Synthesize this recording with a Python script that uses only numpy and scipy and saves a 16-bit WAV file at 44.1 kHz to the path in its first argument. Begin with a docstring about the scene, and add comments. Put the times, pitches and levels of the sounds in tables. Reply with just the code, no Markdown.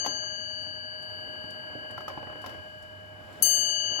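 """A quiet room, a phone microphone close to a wall clock that is being set by hand.
At first the bell still rings from the half hour. A finger rubs the minute hand round the dial, the
strike levers knock in the wooden case, and the escapement ticks faintly in between. Near 3 s a low hum
swells and fades. At 3.4 s, on the hour, the hammer clashes on the bell again; it rings on over the
last few knocks."""
import sys
import numpy as np
from scipy import signal
from scipy.fft import rfft, irfft
from scipy.io import wavfile

SR = 44100
rng = np.random.default_rng(int(sys.argv[2]) if len(sys.argv) > 2 else 0)


def generate_wav(signal):
    """Clip the signal to [-1, 1] and save it as 16-bit WAV at the path in sys.argv[1]."""
    frames = np.transpose(np.atleast_2d(signal))
    scaled = np.clip(frames, -1, 1) * 32767
    pcm = np.round(scaled).astype(np.int16)
    wavfile.write(sys.argv[1], SR, pcm)


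N = 176400
T = np.arange(N) / SR
FREQS = np.arange(N // 2 + 1) * SR / N
SIDE = np.array([[1], [-1]])  # opposite sign left and right: stereo width


def undb(db):
    """Decibels to gain."""
    return 10 ** (np.asarray(db) / 20)


def unit(x):
    """Scale to rms 1."""
    return x / np.sqrt(np.mean(x ** 2))


def pan(db):
    """Stereo gains that put the left side db above the right."""
    return undb(SIDE * db / 2)


def curve(points):
    """Gain over time from (time [s], level [dB]) points."""
    return undb(np.interp(T, *np.array(points).T))


def white():
    """Spectrum of fresh white noise."""
    return rfft(rng.standard_normal(N))


def walk(rate_hz):
    """Smooth random drift with spread 1."""
    return unit(irfft(white() * np.exp(-(FREQS / rate_hz) ** 2) * (FREQS > 0), N))


def tint(spectrum, colour):
    """Signal of rms 1 from a spectrum shaped by (frequency [Hz], level [dB]) points."""
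    hz, db = np.array(colour).T
    return unit(irfft(spectrum * undb(np.interp(np.log(FREQS + 1), np.log(hz), db)), N))


def noise(colour):
    """Coloured noise of rms 1."""
    return tint(white(), colour)


def resonant(peaks):
    """Noise of rms 1 in steep resonances."""
    gain = sum(undb(db) / (1 + ((FREQS - hz) / width) ** 2) for hz, width, db in peaks)
    return unit(irfft(white() * gain, N))


def decay(start, t60, rise=0.00053):
    """Fast attack, then a fall of 60 dB in t60 seconds."""
    age = np.maximum(T - start, 0)
    return (1 - np.exp(-age / rise)) * np.exp(-np.log(1000) * age / t60)


def note(start, hz, db, t60):
    """One struck mode: a dying sine."""
    return undb(db) * decay(start, t60) * np.sin(2 * np.pi * hz * (T - start))


def blows(times, levels, t60):
    """Envelope of short blows, each with the room's tail 19 dB below it."""
    return sum(undb(db) * (decay(at, t60) + undb(-19) * decay(at, t60=0.45, rise=0.0037))
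               for at, db in zip(times, levels))


# Room tone on each side of the microphone (frequency [Hz], relative level [dB])
ROOM_COLOUR_LEFT = [(25, -26), (60, -16), (100, 2.5), (150, -7.5), (230, -3.5), (400, -13), (800, -2),
                    (1300, -9.5), (2000, -13.5), (3200, -22.5), (5000, -33), (9000, -34.5), (16000, -41.5)]
ROOM_COLOUR_RIGHT = [(25, -32), (60, -8), (100, 1.5), (150, -8), (230, -12.5), (400, -18), (800, -17),
                     (1300, -22), (1900, -27), (2350, -20), (3100, -40), (3800, -60), (8000, -53.5),
                     (16000, -57)]

def room_tone():
    """Low noise of the room, its bass largely shared by both sides."""
    shared = white()
    share = 0.74 / (1 + (FREQS / 900) ** 2)
    sides = []
    for colour, db in ((ROOM_COLOUR_LEFT, -58), (ROOM_COLOUR_RIGHT, -50)):
        spectrum = np.sqrt(share) * shared + np.sqrt(1 - share) * white()
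        sides.append(undb(db) * tint(spectrum, colour))
    return np.array(sides)


# Swell of the hum in the room (time [s], level [dB])
HUM_SWELL = [(0, -70), (2.7, -64.5), (2.85, -53), (3.05, -49), (3.25, -55), (3.45, -64), (4, -62)]

def hum():
    """A low, wavering tone near the centre."""
    phase = 2 * np.pi * 98.8 * T + 0.34 * walk(rate_hz=9.3)
    return np.sin(phase) * curve(HUM_SWELL) * pan(-2)


# Rise and fall of the hiss on the left (time [s], level [dB])
HISS_SWELL = [(0, -67), (.3, -69.5), (.85, -68), (1.1, -62), (1.8, -63.5), (2.3, -64), (2.5, -62),
              (2.75, -63.5), (3.15, -65.5), (3.38, -58.5), (4, -62.5)]
# Its colour on each side (frequency [Hz], relative level [dB])
HISS_COLOUR_LEFT = [(2000, -17.5), (3200, 3), (4800, 3), (6000, -4), (7400, -1), (8800, -11), (11000, -5.5),
                    (16000, -14.5)]
HISS_COLOUR_RIGHT = [(2000, 2.5), (4000, -3), (8000, -17.5), (10000, -5.5), (12500, 0.5), (16000, -6)]

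def hiss():
    """Faint hiss, weaker on the right of the microphone."""
    return np.array([noise(HISS_COLOUR_LEFT), undb(-9) * noise(HISS_COLOUR_RIGHT)]) * curve(HISS_SWELL)


# Beats of the escapement (time [s], level [dB])
TICK_BEATS = [(0.618, -66.5), (1.023, -64), (1.504, -60), (1.907, -61), (2.416, -61.5), (2.824, -65),
              (3.327, -67)]
# Pallet resonances (frequency [Hz], half-width [Hz], relative level [dB])
PALLET_MODES = [(4850, 1400, -2.5), (7530, 170, 1.5), (9530, 200, 0.5), (10750, 130, -8.5),
                (12200, 150, -6), (14100, 1200, -15)]

def escapement():
    """Thin, slightly limping ticks of the pallets, well left of the microphone."""
    times, levels = np.array(TICK_BEATS).T
    return resonant(PALLET_MODES) * blows(times, levels, t60=0.058) * pan(23)


# Course of the finger's push (time [s], level [dB])
RUB_SWELL = [(0, -53), (.25, -55), (.75, -63.5), (1.1, -56.5), (1.8, -51), (2.3, -56), (2.55, -50),
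             (2.75, -64), (3.1, -59.5), (3.35, -51), (3.8, -56), (4, -48)]
# Colour of the friction (frequency [Hz], relative level [dB])
RUB_COLOUR = [(100, -15), (250, 2), (400, -1.5), (750, 1), (1100, -7), (1800, -11.5), (2400, -14),
              (3200, -15), (4000, -44.5), (16000, -50)]

def rubbing():
    """Uneven friction of finger and minute hand going round the dial, near the centre."""
    friction = noise(RUB_COLOUR) + 0.64 * noise(RUB_COLOUR) * SIDE
    grain = undb(1.5 * walk(rate_hz=40))
    return friction * curve(RUB_SWELL) * grain * pan(-2)


# Resonances of the wooden case (frequency [Hz], half-width [Hz], relative level [dB])
CASE_MODES = [(120, 50, -1), (233, 26, -4.5), (297, 30, -2), (395, 17, -2.5), (573, 69, -3.5)]

def case_thuds(times, levels):
    """Each knock thuds in the wood and leaves a low ring, right of the microphone."""
    wood = resonant(CASE_MODES) + 0.5 * resonant(CASE_MODES) * SIDE
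    ring = sum(note(at, hz=300, db=db - 13, t60=0.2) for at, db in zip(times, levels))
    return (wood * blows(times, levels, t60=0.028) + ring) * pan(-9.5)


# Resonances of the dial (frequency [Hz], half-width [Hz], relative level [dB])
DIAL_MODES = [(575, 82, 1), (774, 58, -12), (837, 18, 8), (1033, 27, 7.5), (1393, 330, -8),
              (1900, 880, -15)]

def dial_clacks(times, levels, pitches):
    """Each knock clacks in the dial: a noisy burst, a ping of its own pitch and a slower ring."""
    rattle = resonant(DIAL_MODES) + resonant(DIAL_MODES) * SIDE
    burst = undb(-2.5) * rattle * blows(times, levels, t60=0.028)
    ping = sum(note(at, hz, db - 1.5, t60=0.04) for at, db, hz in zip(times, levels, pitches))
    ring = sum(note(at, hz=740, db=db - 14.5, t60=0.22) for at, db in zip(times, levels))
    return (burst + ping + ring) * pan(1)


# Colour of a click in the brass (frequency [Hz], relative level [dB])
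BRASS_COLOUR = [(1500, -21.5), (3000, 4.5), (4200, -2.5), (5200, 3), (6500, -5), (9000, -13), (12500, -6.5),
                (15000, -11.5), (16500, -14)]

def brass_clicks(times, levels):
    """Each knock clicks brightly in the brass, left of the microphone."""
    brass = np.array([noise(BRASS_COLOUR), noise(BRASS_COLOUR)])
    return brass * blows(times, levels, t60=0.042) * pan(18.5)


# Knocks of levers and hand (time [s], thud level [dB], clack level [dB], click level [dB], pitch [Hz])
LEVER_KNOCKS = [(.048, -50, -29.5, -50, 735), (.062, -38, -26.5, -42.5, 820), (0.076, -34.5, -46, -80, 556),
                (.665, -41.5, -47, -84, 150), (1.098, -62, -45, -72, 850), (1.275, -41.5, -46, -76, 483),
                (1.44, -38.5, -45, -80, 440), (1.753, -36, -56, -74, 500), (1.978, -44, -31, -55, 1360),
                (2.006, -46, -38, -61, 1260), (2.080, -42.5, -28.5, -47.5, 1250),
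                (2.101, -47, -35, -75, 555), (2.175, -42, -33.5, -76, 837), (2.228, -44.5, -37, -80, 545),
                (2.270, -40.5, -37, -89, 1026), (2.299, -47, -39, -83, 626), (2.325, -46, -41.5, -76, 810),
                (2.356, -50, -46, -78, 1030), (2.441, -52, -32.5, -58, 1034), (2.461, -50, -37, -47, 818),
                (2.493, -56, -41, -60, 818), (3.412, -39.5, -49, -77, 458), (3.45, -47, -41, -76, 790),
                (3.916, -40.5, -42, -73, 600), (3.990, -46, -34, -61, 1030)]

def levers():
    """The strike levers at close range: every knock shakes dial, case and brass together."""
    times, thud_db, clack_db, click_db, pitches = np.array(LEVER_KNOCKS).T
    return (dial_clacks(times, clack_db, pitches) + case_thuds(times, thud_db)
            + brass_clicks(times, click_db))


HALF_HOUR_S, HOUR_S = -0.26, 3.423  # the two hammer blows; the first falls just before the start
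# Clash of hammer on bell (frequency [Hz], relative level [dB])
CLASH_COLOUR = [(700, -38), (1100, -30), (2000, -40), (3800, -40), (5000, -32), (7000, -29), (7800, -20),
                (9000, -26), (10400, -17), (10980, 0), (11400, -10), (11850, 1), (12400, -16), (14000, -19),
                (14700, -22), (15500, -14), (16200, -36)]
# Shimmer after the clash (frequency [Hz], half-width [Hz], relative level [dB])
SHIMMER_MODES = [(6650, 200, -20), (7800, 130, -17), (8900, 100, -20), (9720, 80, -11), (10085, 60, -13),
                 (10970, 100, 0), (11700, 90, -3), (11900, 110, 0), (13170, 55, -4), (13990, 60, -2),
                 (15520, 80, -4)]

def hammer():
    """Metal meets metal on the hour, close on the left: a hard clash and a short bright shimmer."""
    clash = np.array([noise(CLASH_COLOUR), noise(CLASH_COLOUR)]) * decay(HOUR_S, t60=0.034, rise=0.0043)
    shimmer = np.array([resonant(SHIMMER_MODES), resonant(SHIMMER_MODES)]) * decay(HOUR_S, t60=0.54)
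    return undb(-11.5) * pan(26.5) * clash + undb(-33.5) * pan(15.5) * shimmer


# Partials of the bell (frequency [Hz], half-hour level [dB], hour level [dB], t60 [s],
# left over right [dB], left phase lead [rad])
BELL_PARTIALS = [(615.7, -47, -48, 60, -1.5, 1.3), (626.8, -52.5, -57, 60, -3.3, 1.8),
                 (1627.8, -38.5, -40, 22, 2, -2.7), (1654.1, -48, -47, 17, 3, -1.9),
                 (2948.7, -41, -33.5, 12, 16, .9), (3000.4, -43.5, -35, 12, 2, .1),
                 (4591.6, -31.5, -30, 4.9, 17, -2.4), (6374.6, -33.5, -27, 1.55, 28, 1.6),
                 (6386.5, -48, -46, 1.8, 24, 0), (7540, -68, -61, 2.8, 26, 0), (7562, -74, -68, 2.2, 26, 0),
                 (8420.4, -52, -34.5, .7, 28, 0), (8428, -60, -46, .7, 24, 0), (9323, -70, -60, .7, 24, 0),
                 (10696.5, -50, -29.5, .44, 19, 0), (10986, -56, -43.5, .5, 17, 0),
                 (11013, -58, -46, 1.0, 19, 0), (12383, -56, -39, .38, 21, 0),
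                 (12450, -60, -44, .38, 24, 0), (12947, -60, -43, .44, 21, 0),
                 (12990, -60, -44, .36, 22, 0), (13147, -56, -40, .45, 17, 0),
                 (13176, -56, -39.5, .5, 17, 0), (15499, -50, -30, .3, 25, 0), (2046, -75, -54, .55, 16, 0)]
# Slow rise and fall of the whole ring (time [s], gain [dB])
RING_SWELL = [(0, 0), (.4, 0), (.8, -0.5), (1.3, 1.9), (1.9, 3), (2.6, 2.5), (3.3, -0.5), (3.45, 0.2),
              (4, .5)]
DIRECT_SHARE, BUILD_S = 0.39, 0.032  # the direct sound comes first, then reflections fill in the ring
WAVER_DB, WAVER_HZ = 0.88, 2.85  # each partial wavers as the phone moves

def bell():
    """The bell from close by: each blow adds energy, close pairs beat and the high partials die first."""
    ring = 0
    for hz, half_hour_db, hour_db, t60, pan_db, lead in BELL_PARTIALS:
        energy = 0
        for at, db in ((HALF_HOUR_S, half_hour_db), (HOUR_S, hour_db)):
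            direct = DIRECT_SHARE * decay(at, t60)
            reflected = (1 - DIRECT_SHARE) * decay(at, t60, rise=BUILD_S)
            energy += (undb(db) * (direct + reflected)) ** 2
        waver = undb(WAVER_DB * np.array([walk(WAVER_HZ), walk(WAVER_HZ)]))
        phase = 2 * np.pi * rng.random() + np.array([[lead], [0]])
        ring += np.sqrt(energy) * waver * pan(pan_db) * np.sin(2 * np.pi * hz * T + phase)
    return ring * curve(RING_SWELL)


def scene():
    """The clock close to the microphone, the quiet room behind it."""
    clock = bell() + hammer() + levers() + escapement() + rubbing()
    return clock + room_tone() + hum() + hiss()


def record(dry):
    """The phone's microphone cuts the bass below 36 Hz and the top above 15.9 kHz."""
    low_cut = signal.butter(3, 36, "high", fs=SR, output="sos")
    high_cut = signal.ellip(8, .2, 70, 15900, fs=SR, output="sos")
    return signal.sosfilt(high_cut, signal.sosfilt(low_cut, dry))


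dry = scene()
out = record(dry)
generate_wav(out)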